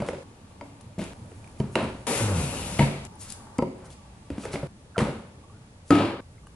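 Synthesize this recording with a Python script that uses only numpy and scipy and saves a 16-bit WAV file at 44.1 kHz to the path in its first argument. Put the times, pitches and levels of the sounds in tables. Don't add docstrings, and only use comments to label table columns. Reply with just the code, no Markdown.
import sys
import numpy as np
from scipy import signal
from scipy.fft import rfft, irfft, next_fast_len
from scipy.io import wavfile

SR = 44100
rng = np.random.default_rng(int(sys.argv[2]) if len(sys.argv) > 2 else 0)


def generate_wav(signal):
    frames = np.transpose(np.atleast_2d(signal))
    scaled = np.clip(frames, -1, 1) * 32767
    pcm = np.round(scaled).astype(np.int16)
    wavfile.write(sys.argv[1], SR, pcm)


def to_linear_factor(level_db):
    exponent = np.asarray(level_db, float) / 20
    return 10 ** exponent


N = 289204
RUN_IN = SR // 4
TOP_HZ = 11400


# [f/Hz, level/dB, t60/s]
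EDGE_MODES = [(943, -2, 0.0086), (2110, -0.5, 0.008), (2800, -14, 0.0046), (4750, -19, 0.015)]
# [f/Hz, level/dB per Hz]
CRACK_SPECTRUM = [(800, 3.5), (1300, -4.5), (2000, -4.5), (2900, -9), (3600, -18), (5000, -19),
                  (11500, -21.5)]


def blow(body, body_db, thump_s, peak_db, thump_db, thump_hz, box_hz, crack_db):
    t = np.arange(SR // 4) / SR
    thump = mode(t, thump_hz, thump_s, rise_s=0.00088)
    thump += 0.2 * mode(t, 1.36 * thump_hz, 0.35 * thump_s, rise_s=0.0073)
    box = mode(t, box_hz, t60=0.044, rise_s=0.001)
    box += 0.5 * mode(t, 1.46 * box_hz, t60=0.024, rise_s=0.0011)
    carried = [(hz, db + thump_db * (hz < 250), t60) for hz, db, t60 in body]
    under = struck(t, carried, spread_db=5.5, rise_s=0.0027)
    crack = struck(t, EDGE_MODES, spread_db=8.0, rise_s=0.0031)
    crack = crack + 0.5 * coloured(rng.standard_normal(len(t)), CRACK_SPECTRUM) * np.exp(-t / 0.0037)
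    low = to_linear_factor(thump_db + 3.5) * thump + to_linear_factor(-3) * box
    return to_linear_factor(peak_db) * (low + to_linear_factor(body_db - 7.5) * under + to_linear_factor(crack_db + 8.0) * crack)


# [t/s, peak level/dB, thump against peak/dB, thump f/Hz, box f/Hz]
EDGE_LANDINGS = [(0.002, -21, -4.5, 200, 320), (0.087, -12, -26, 237, 510), (0.224, -34, -20, 116, 530),
                 (0.611, -30, -29, 186, 892), (1.017, -22, -10, 205, 355), (1.317, -39, -23, 103, 440),
                 (1.755, -12, -9.5, 365, 582), (2.793, -10, -6.5, 150, 321),
                 (2.827, -22.5, 6.5, 140.3, 337), (4.3029, -24.5, -3, 281, 327),
                 (4.381, -23.5, -5, 231, 285), (4.454, -19, -37, 291, 430), (4.539, -17, -11, 158, 383),
                 (4.554, -19, -13, 223, 604), (4.98, -14, -9, 190, 453), (4.99, -16.5, -4, 188, 332),
                 (5.016, -21.5, 7, 135, 318), (5.906, -12.5, -9.5, 179, 297), (5.924, -20, -9, 318, 320),
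                 (5.954, -21, -1, 288, 350), (5.984, -25, -4, 288, 330)]
FLAT_LANDINGS = [(0.02, -14.5, -10.5, 129, 585), (0.132, -19, -38, 274, 570), (0.15, -24, -24, 91.5, 526),
                 (0.617, -29.5, -17, 91.5, 584), (0.981, -25, 0.5, 170, 312),
                 (0.992, -22.5, -0.5, 186, 610), (1.601, -15, -2.5, 155, 405), (1.64, -29.5, 0, 205, 422),
                 (1.828, -17, -8.5, 139, 340), (1.868, -29, -18, 146, 468), (2.807, -13, -15, 143, 532),
                 (3.587, -10, -12, 251, 265), (3.623, -11, -8.5, 176, 541), (3.678, -31, 0, 246, 320),
                 (4.63, -19.5, -6.5, 143, 542), (4.967, -21, -14, 102, 665), (5.004, -19.5, -22, 189, 1210),
                 (5.069, -20, -18, 146, 580), (5.092, -27.5, 5.5, 143, 426)]
FLAT_CRACK_DB = -21.5
# [f/Hz, level/dB, t60/s]
TABLE_MODES = [(58, -16, 0.11), (135, -5.5, 0.28), (212.7, 2, 0.2), (281.7, -14, 0.35), (373.8, -11, 0.2),
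               (481, -8, 0.079), (635, -13, 0.12), (939, -10, 0.063), (1323, -25, 0.084)]
# [f/Hz, level/dB, t60/s]
TUBE_MODES = [(102, -2, 0.37), (205, -4, 0.49), (288, -3, 0.35), (330, -12, 0.37), (376, -5, 0.4),
              (780, 7.5, 0.041), (1270, -2, 0.1)]
TUBE_FROM_S, TUBE_DB = 5.9, 3


def landings(t, start, stop, table_db, thump_s, edge_db):
    out = np.zeros(len(t))
    blows = [(*b, edge_db) for b in EDGE_LANDINGS] + [(*b, FLAT_CRACK_DB) for b in FLAT_LANDINGS]
    for s, *row in blows:
        if start <= s < stop:
            body, body_db = (TUBE_MODES, TUBE_DB) if s > TUBE_FROM_S else (TABLE_MODES, table_db)
            add_at(out, t, s, -blow(body, body_db, thump_s, *row))
    return out


# [f/Hz, level/dB per Hz]
CARD_SPECTRUM = [(60, -37), (110, -10), (300, -4.5), (420, -7), (550, -4.5), (700, -10.5), (950, -10),
                 (1100, -13.5), (1300, -13), (1700, -19), (2400, -30.5), (4800, -88)]
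# [f/Hz, level/dB per Hz]
RUMBLE_SPECTRUM = [(25, -15), (45, -3.5), (70, -1), (120, -3.5), (200, -6.5), (400, -42.5)]
# [f/Hz, level/dB per Hz]
GRIT_SPECTRUM = [(1200, -28), (2000, -7), (2400, -4.5), (2750, -6), (3050, -8), (3500, -10.5),
                 (4500, -14.5), (6000, -27)]
# [f/Hz, level/dB per Hz]
HISS_SPECTRUM = [(2060, -37), (3500, -10.5), (6490, 0), (9580, 2), (10600, 5), (11200, 6.5), (14600, -48),
                 (22000, -120)]


def rubbing(t, levels, lowest_hz):
    rumble_db, card_db, grit_db, hiss_db = levels
    grains = uneven_grains((2, len(t)), 2.47)
    card = high_pass(coloured(grains[0], CARD_SPECTRUM), lowest_hz)
    card *= to_linear_factor(card_db - 4.0 + 1.88 * drift(43, len(t)))
    rumble = to_linear_factor(rumble_db - 5.0) * coloured(grains[0], RUMBLE_SPECTRUM)
    grit = to_linear_factor(grit_db - 2 + 1.05 * drift(39, len(t))) * coloured(grains[1], GRIT_SPECTRUM)
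    hiss = to_linear_factor(hiss_db + 0.5 + 0.54 * drift(36, len(t))) * coloured(grains[1], HISS_SPECTRUM)
    return rumble + card + grit + hiss


# [t/s, card level/dB, hold/s, card fall/dB per s, grit against card/dB]
SETTLING = [(0, -37.5, 0.12, 290, -14.5), (0.637, -55, 0.022, 600, -15), (0.984, -39.5, 0.043, 106, -7),
            (1.593, -44.5, 0.039, 90, -16), (1.755, -24.5, 0.042, 126, -13.5),
            (2.787, -24, 0.0083, 128, -9.5), (3.214, -47.5, .03, 16, -8), (3.583, -27.5, 0.008, 98, -19),
            (3.78, -48.5, 0.11, 297, -25), (4.299, -46.5, 0.14, 66, -11.5), (4.434, -39.5, 0.06, 100, -11),
            (4.534, -34.5, .01, 77, -12.5), (4.977, -25, 0.046, 108, -15), (5.477, -62, .03, 38, -17),
            (5.904, -22, 0.11, 97, -11.5)]
SETTLE_RISE_S, GRIT_FALL_DB_PER_S, HISS_FALL_DB_PER_S = 0.0014, 117, 151
RUMBLE_DB, RUMBLE_FOLLOWS = -38.5, 0.39
RUMBLE_RISE_S, RUMBLE_FALL_DB_PER_S = 0.03, 52
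# [t/s, pressure as card level/dB, grittiness/dB, drag on the table legs/dB]
SLIDE_PATH = [
    (2.075, -27, -8.5, -51),
    (2.177, -29.5, -5.5, -35),
    (2.323, -30.5, -14.5, -42.5),
    (2.381, -31.5, -8.5, -30),
    (2.485, -35.5, -7.5, -36),
    (2.785, -39, -5.5, -34.5),
]
SLIDE_GRIT_DB, SLIDE_GRIT_FOLLOWS = 0.3, 1.27


def rub_levels(t, start, stop, handling, hiss_db, table_db):
    power = to_linear_factor(2 * np.array(handling))[:, None] * np.ones(len(t))
    for s, card_db, hold_s, fall, grit_db in SETTLING:
        if start <= s < stop:
            age, late = np.maximum(t - s, 0), np.maximum(t - s - hold_s, 0)
            rise = 1 - np.exp(-age / SETTLE_RISE_S)
            swell = 1 - np.exp(-age / RUMBLE_RISE_S)
            rumble_db = RUMBLE_DB + RUMBLE_FOLLOWS * (card_db + table_db + 38.5)
            power[0] += (swell * to_linear_factor(rumble_db - RUMBLE_FALL_DB_PER_S * late)) ** 2
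            power[1] += (rise * to_linear_factor(card_db - fall * late)) ** 2
            power[2] += (rise * to_linear_factor(card_db + grit_db - GRIT_FALL_DB_PER_S * late)) ** 2
            power[3] += (rise * to_linear_factor(card_db + hiss_db - HISS_FALL_DB_PER_S * age)) ** 2
    if start <= SLIDE_PATH[0][0] < stop:
        pressure, gritty, drag = in_time(SLIDE_PATH, t)
        grit = pressure + SLIDE_GRIT_DB + SLIDE_GRIT_FOLLOWS * gritty
        slide = np.array([drag, pressure, grit, pressure + gritty])
        power += to_linear_factor(2 * slide) * (t < SLIDE_PATH[-1][0])
    return 10 * np.log10(power)


# [t/s, f/Hz, level/dB, second partial level/dB]
STICK_SLIP = [
    (2.19, 114, -38, -44),
    (2.225, 110.8, -25, -37),
    (2.3, 97.6, -28, -36.5),
    (2.33, 93.2, -29, -40),
    (2.36, 85.6, -30.5, -28),
    (2.41, 76.5, -29, -34),
    (2.435, 72.5, -40, -29.5),
    (2.49, 62.7, -55, -37),
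    (2.52, 60.6, -59, -42),
]


def judder(t):
    hz, first_db, second_db = in_time(STICK_SLIP, t)
    turn = phase(hz * (1 + 0.025 * drift(23, len(t))))
    on = np.clip(np.minimum(t - STICK_SLIP[0][0], STICK_SLIP[-1][0] - t) / 0.025, 0, 1)
    wave = to_linear_factor(first_db) * np.sin(turn)
    wave += to_linear_factor(second_db) * (np.sin(2 * turn + 1.6) + 0.14 * np.sin(3 * turn))
    return np.sqrt(2) * on * to_linear_factor(0.5 + 0.81 * drift(34, len(t))) * wave


# [t/s, f/Hz, level/dB]
HOLLOW_PATH = [
    (2.07, 2495, -60),
    (2.18, 2016, -46),
    (2.32, 2510, -58),
    (2.385, 2452, -42),
    (2.45, 2610, -55),
    (2.51, 2700, -46.5),
    (2.62, 2840, -51),
    (2.78, 2700, -57),
]


def hollow(t):
    hz, db = in_time(HOLLOW_PATH, t)
    narrow = signal.butter(2, 260, fs=SR, output="sos")
    a, b = signal.sosfilt(narrow, uneven_grains((2, len(t)), 2.7))
    turn = phase(hz)
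    on = (t > HOLLOW_PATH[0][0]) * (t < HOLLOW_PATH[-1][0])
    return on * to_linear_factor(db + 4.1 * drift(26, len(t))) * rms_one(a * np.cos(turn) + b * np.sin(turn))


# [t/s, peak level/dB, f/Hz, t60/s, left-right/dB]
PANEL_RINGS = [(0.611, -43, 607, .05, 2), (1.574, -48, 2400, .012, -5), (1.574, -46, 1100, .015, -3),
               (1.6, -34.5, 3030, 0.023, -8), (1.6, -42, 4570, .02, -5), (1.603, -38, 2300, .02, -9),
               (1.745, -40, 2800, .015, -5), (1.755, -8.5, 2800, 0.011, -11),
               (1.755, -19.5, 4000, 0.012, -4), (1.756, -14, 950, 0.024, -4), (1.755, -32, 7500, .012, -13),
               (1.755, -32, 9500, .012, -6), (1.826, -36, 9500, .02, -6), (2.793, -21, 2940, 0.017, -1),
               (3.154, -42, 9600, .015, 7), (3.161, -37, 870, .02, 3), (3.218, -35, 8890, .015, 7),
               (3.231, -32, 8900, .015, 7), (3.588, -19.5, 489, .07, 2), (3.588, -25, 1030, .06, 3),
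               (3.589, -28, 830, 0.079, 0), (3.59, -31, 1300, .06, 3), (3.623, -19, 363, 0.11, -1),
               (3.623, -39, 2030, .02, 0), (3.624, -35, 1210, .04, 0), (4.946, -41, 1540, .03, -2),
               (4.953, -36, 1450, .03, -2), (4.96, -23, 1370, .03, -4), (4.981, -16.5, 3040, 0.012, -4),
               (4.992, -21, 2800, .015, 0), (5.004, -37, 3870, .02, 0), (5.438, -49, 1120, .07, -9),
               (5.497, -48, 1144, .07, -4), (6.21, -54, 1140, .09, -2), (6.38, -49, 2110, .025, 0),
               (6.381, -50, 1300, .015, 0), (6.433, -51, 1150, .04, -6), (6.47, -41, 2900, 0.011, 0),
               (6.47, -44, 1550, .015, 0),
               (0.02, -41, 603, 0.033, 0), (0.087, -30, 495, .05, 2), (0.087, -42, 2800, 0.011, 0),
              (0.132, -38, 592, 0.044, 0), (0.15, -34, 540, .04, 0), (0.185, -34, 570, .04, 0),
              (0.205, -34, 530, .04, 0), (0.372, -42, 380, .03, 0), (0.443, -44, 198, .05, 0),
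              (0.565, -49, 450, .03, 0), (0.007, -36, 2300, 0.017, 0), (4.31, -30, 75.6, 0.28, -2),
              (4.532, -33, 4220, .015, -6), (4.64, -31, 150, 0.11, -1), (0.611, -43, 3140, .012, 6),
              (0.992, -41, 2460, 0.012, 2), (1.316, -46, 2500, .01, -4), (4.453, -31, 1820, 0.022, -4),
              (5.915, -21, 780, 0.046, 2), (5.925, -16, 325, 0.17, 0), (5.97, -23, 296, 0.17, 1),
              (6.04, -26, 330, 0.27, 2)]


def flaps(t, start, stop):
    out = np.zeros((2, len(t)))
    age = np.arange(SR // 8) / SR
    for s, peak_db, hz, t60, pan_db in PANEL_RINGS:
        if start <= s < stop:
            ring = mode(age, hz, max(t60, .003), rise_s=0.0011)
            add_at(out, t, s, to_linear_factor(peak_db) * ring * pan(pan_db))
    return out


# [t/s, peak level/dB, f/Hz, left-right/dB, click share/dB]
SMALL_TICKS = [(0.064, -39, 1340, -5, -1), (0.611, -33, 2160, 7, -29), (0.8102, -43.5, 1080, 8, 0.5),
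               (1.0394, -31.5, 2520, 0.0, -5), (1.4433, -40.5, 2400, -8, -11.5),
               (1.475, -42.5, 2350, -11, -8), (1.8416, -33, 1550, -15, -9), (3.051, -42.5, 1040, 17, 6),
               (3.3022, -39, 5000, 12, 8), (3.3224, -40, 9400, 20, 7), (3.9037, -46.5, 3400, 12, 0),
               (4.4527, -28, 1210, -9, -9.5), (4.532, -30, 2200, -9, -9), (4.558, -23, 2170, -9, -23),
               (5.9038, -25, 1270, 0, -20), (6.4699, -38.5, 1180, 0.0, -9.5)]


def ticks(t, start, stop):
    out = np.zeros((2, len(t)))
    age = np.arange(SR // 20) / SR
    for s, peak_db, hz, pan_db, click_db in SMALL_TICKS:
        if start <= s < stop:
            ring = mode(age, min(hz, TOP_HZ), t60=0.013, rise_s=0.00019)
            click = np.diff(burst(age, 0.0036) + 1.6 * burst(age, 0.00034), prepend=0)
            add_at(out, t, s, to_linear_factor(peak_db - 2) * (ring + to_linear_factor(click_db) * click) * pan(pan_db))
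    return out


# [t/s, length/s, level/dB, lowest f/Hz]
SLEEVE_RUSTLES = [(0.05, 0.071, -46.5, 2500), (1.574, 0.054, -51, 5000), (1.698, 0.072, -50, 6000),
                  (3.178, 0.073, -40, 6500), (3.197, 0.045, -46, 2000), (3.261, 0.096, -41, 2980),
                  (3.835, 0.05, -51, 4500), (3.89, 0.065, -49, 2500), (4.353, 0.15, -46, 2500),
                  (4.506, 0.059, -39.5, 2000), (4.993, 0.027, -38, 2500), (5.835, 0.18, -46.5, 4000)]


def rustle(t):
    out, white = np.zeros(len(t)), rms_one(uneven_grains(len(t), 3.4))
    for s, length_s, db, lowest_hz in SLEEVE_RUSTLES:
        if t[0] < s < t[-1]:
            swell = np.sin(np.pi * np.clip((t - s) / length_s, 0, 1)) ** 2
            out += to_linear_factor(db) * swell * high_pass(white, lowest_hz)
    return out


# [t/s, f/Hz, level/dB]
TUBE_SQUEAK = [
    (5.515, 1180, -80),
    (5.53, 1253, -59),
    (5.545, 1450, -62),
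    (5.59, 1410, -67),
    (5.61, 1420, -78),
]


def squeak(t):
    hz, db = in_time(TUBE_SQUEAK, t)
    turn = phase(hz * (1 + .015 * drift(40, len(t))))
    on = (t > TUBE_SQUEAK[0][0]) * (t < TUBE_SQUEAK[-1][0])
    return on * to_linear_factor(db + 3.0 * drift(50, len(t))) * (np.sin(turn) + .15 * np.sin(2 * turn))


def take(start, stop, side, garage_db, box, handling, echo):
    table_db, lowest_hz, thump_s, edge_db, hiss_db = box
    first, last = round(start * SR) - RUN_IN, round(stop * SR)
    t = np.arange(first, first + next_fast_len(last - first + SR)) / SR
    rubs = rub_levels(t, start, stop, handling, hiss_db, table_db)
    dry = (rubbing(t, rubs, lowest_hz) + rustle(t) * (t > start)) * (t < stop)
    dry += landings(t, start, stop, table_db, thump_s, edge_db) + squeak(t) + hollow(t)
    snaps = ticks(t, start, stop) + flaps(t, start, stop)
    shake = judder(t)
    into_room = dry + to_linear_factor(-1.0) * shake + to_linear_factor(-2) * snaps.mean(axis=0)
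    wet = to_linear_factor(garage_db) * rfft(echo, len(t)) * rfft(into_room)
    direct = rfft(dry + shake) * ports(len(t), side)
    heard = irfft((direct + wet) * port_cavity(len(t)), len(t)) + snaps
    return top_cut(high_pass(heard[:, :last - first], 42., order=3))[:, RUN_IN:]


def ports(size, side):
    hz, lean = np.arange(size // 2 + 1) * SR / size, np.array([[side / 2], [-side / 2]])
    return to_linear_factor(lean * 20.4 * hz / (hz + 2500)) * np.exp(2j * np.pi * hz * lean * .00009)


PORT_HZ, PORT_WIDTH_HZ, PORT_DB = 2640, 1000, 0.5


def port_cavity(size):
    f = np.arange(size // 2 + 1) * SR / size
    return 1 + (to_linear_factor(PORT_DB) - 1) / (1 + 1j * (f ** 2 - PORT_HZ ** 2) / (PORT_WIDTH_HZ * f + 1))


def top_cut(x):
    return signal.sosfilt(signal.cheby2(14, 40, TOP_HZ, fs=SR, output="sos"), x)


# [f/Hz, t60/s, level/dB]
GARAGE_DECAY = [(50, 0.3, 4), (150, 0.55, -6), (427, 0.58, 0.5), (1100, 0.5, 0), (2750, 0.54, 3),
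                (7500, 0.46, 4)]


def garage():
    t = np.arange(SR) / SR
    echo = np.zeros((2, SR))
    for hz, band in diffuse_bands(SR):
        echo += band * to_linear_factor(at_hz(GARAGE_DECAY, hz, column=2) - 60 * t / at_hz(GARAGE_DECAY, hz))
    echo = echo * (1 - np.exp(-np.maximum(t - .004, 0) / 0.0012))
    return echo / np.sqrt(np.sum(echo ** 2) / 2)


# [f/Hz, level/dB per Hz]
DRONE_SPECTRUM = [(13, -36), (22, -10), (64, -15.5), (102, 1.5), (173, -28), (192, -8.5), (331, -18.5),
                  (368, -18.5), (688, -24.5), (763, -25.5), (1040, -29.5), (1460, -25.5), (1670, -41.5),
                  (1950, -30.5), (11200, -39.5), (14600, -78), (22000, -120)]
# [f/Hz, level/dB per Hz]
MURMUR_SPECTRUM = [(600, -16), (800, -2.5), (900, 2), (1050, -12.5), (1150, -0.5), (1250, -21), (1600, -31)]


def drone():
    layers = np.zeros((4, 2, N))
    for hz, band in diffuse_bands(N):
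        part = int(hz > 400) + int(hz > 2000)
        sway_db = [2.2, 1.2, .4][part] * drift(7.7, N)
        layers[part] += band * to_linear_factor(at_hz(DRONE_SPECTRUM, hz) + sway_db)
    layers = to_linear_factor(-52.0) * layers / np.sqrt(np.mean(layers.sum(axis=0) ** 2))
    mid, side = [coloured(x, MURMUR_SPECTRUM) for x in rng.standard_normal((2, N))]
    layers[3] = to_linear_factor(2 * drift(4.2, N)) * (mid + 0.86 * side * [[1], [-1]])
    return top_cut(layers)


# [f/Hz, left-right likeness/1]
PORT_LIKENESS = [(60, 1), (140, 0.97), (350, 0.87), (830, 0.41), (2000, -0.43), (4790, -0.38),
                 (11500, -0.24)]


def diffuse_bands(size):
    edges, white = 20 * 2 ** np.arange(0, 9.6, .5), rng.standard_normal((2, 2, size))
    for k, (low, high) in enumerate(zip(edges, edges[1:])):
        centre = np.sqrt(low * high)
        mid, side = signal.sosfilt(signal.butter(2, [low, high], "band", fs=SR, output="sos"), white[k % 2])
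        alike = np.clip(at_hz(PORT_LIKENESS, centre), -1, .995)
        yield centre, np.sqrt(1 + alike) * mid + np.sqrt(1 - alike) * side * [[1], [-1]]


def mode(t, hz, t60, rise_s):
    return np.sin(2 * np.pi * hz * t) * to_linear_factor(-60 * t / t60) * (1 - np.exp(-t / max(rise_s, 1e-4)))


def struck(t, modes, spread_db, rise_s):
    chance = rng.normal(0, spread_db, 12)
    return sum(to_linear_factor(db + c) * mode(t, hz, t60, rise_s) for (hz, db, t60), c in zip(modes, chance))


def burst(t, length_s):
    return rng.standard_normal(len(t)) * np.exp(-t / max(length_s, 1e-4))


def uneven_grains(shape, spread_db):
    return rng.standard_normal(shape) * to_linear_factor(spread_db * np.minimum(rng.exponential(1, shape), 5))


def drift(rate, size):
    r = np.exp(-80 * np.pi * rate / SR)
    slow = signal.lfilter([1], [1, -2 * r, r * r], rng.standard_normal(size // 40 + 1002))[1000:]
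    return np.interp(np.arange(size) / 40, np.arange(len(slow)), rms_one(slow))


def coloured(x, spectrum):
    hz = np.arange(len(x) // 2 + 1) * SR / len(x)
    return rms_one(irfft(rfft(x) * to_linear_factor(at_hz(spectrum, hz)), len(x)))


def high_pass(x, hz, order=2):
    return signal.sosfilt(signal.butter(order, hz, "high", fs=SR, output="sos"), x)


def phase(hz):
    return 2 * np.pi * np.cumsum(hz) / SR


def rms_one(x):
    return x / np.sqrt(np.mean(x ** 2) + 1e-20)


def pan(db):
    return to_linear_factor([[db / 2], [-db / 2]])


def add_at(out, t, s, x):
    out[..., round(s * SR) - round(t[0] * SR):][..., :x.shape[-1]] += x


def at_hz(points, hz, column=1):
    return np.interp(np.log(hz + 1e-9), np.log(np.array(points)[:, 0]), np.array(points)[:, column])


def in_time(rows, t):
    s, *columns = np.transpose(rows)
    return [np.interp(t, s, c) for c in columns]


# [start t/s, side/1 (-1 right to 1 left), garage level/dB]
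TAKE_PLACES = [(0, 0, -6.5), (.234, 0.36, -3.5), (1.134, 0.16, -6.5), (2.068, 0.6, -3), (3.072, 0.4, -5),
               (3.584, 0.16, -5.5), (4.671, 0.16, -6.5), (5.902, 0.36, -6.5), (6.206, 0.27, -4)]
# [table share/dB, lowest card f/Hz, thump t60/s, edge crack against peak/dB,
# hiss against card/dB]
TAKE_BOXES = [(-7.5, 130, 0.06, -16, -25), (-2.5, 260, 0.049, -14, -9.5), (-0.5, 110, 0.058, -9, -45),
              (2, 68, 0.14, -9.5, -15), (-6, 750, .08, -15, 2.5), (-4.5, 250, 0.069, -14.5, -19.5),
              (-6.5, 72, 0.048, -6.5, -21.5), (-30, 68, 0.29, -5, -36), (4, 300, .08, -15, -20)]
# [table rumble/dB, card/dB, grit/dB, surface hiss/dB]
TAKE_HANDLING = [(-46.5, -57, -68, -73), (-58, -61.5, -68.5, -70.5), (-56, -61, -68, -66),
                 (-57, -52, -57, -71), (-68, -55, -78, -66.5), (-47.5, -66, -68.5, -71.5),
                 (-52.5, -76, -73.5, -72), (-54, -55, -72, -92), (-49.5, -79, -78, -71.5)]
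# [low drone/dB, middle/dB, hiss/dB, air murmur/dB]
TAKE_BACKGROUND = [(-7, 12, 7, -83), (3, 4, 0.5, -64), (6, 7.5, 3, -62), (5, 14, 11.5, -65),
                   (4.5, 3.5, 4, -58), (0, 4, 2, -62), (1, 3.5, 1.5, -68.5), (5, 2, -8, -72),
                   (2, 2.5, 0.5, -70)]


def scene():
    echo, air = garage(), drone()
    stops = [row[0] for row in TAKE_PLACES[1:]] + [N / SR]
    takes = []
    for k, ((start, *row), stop) in enumerate(zip(TAKE_PLACES, stops)):
        near = take(start, stop, *row, TAKE_BOXES[k], TAKE_HANDLING[k], echo)
        far = air[:, :, k * (N // 12):][:, :, :near.shape[1]]
        takes.append(near + np.tensordot(to_linear_factor(np.array(TAKE_BACKGROUND[k])), far, axes=1))
    return np.concatenate(takes, axis=1)


def low_pass(x):
    return signal.sosfilt(signal.butter(12, 12110, fs=SR, output="sos"), x)


def record(dry):
    return low_pass(dry)


dry = scene()
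out = record(dry)
generate_wav(out)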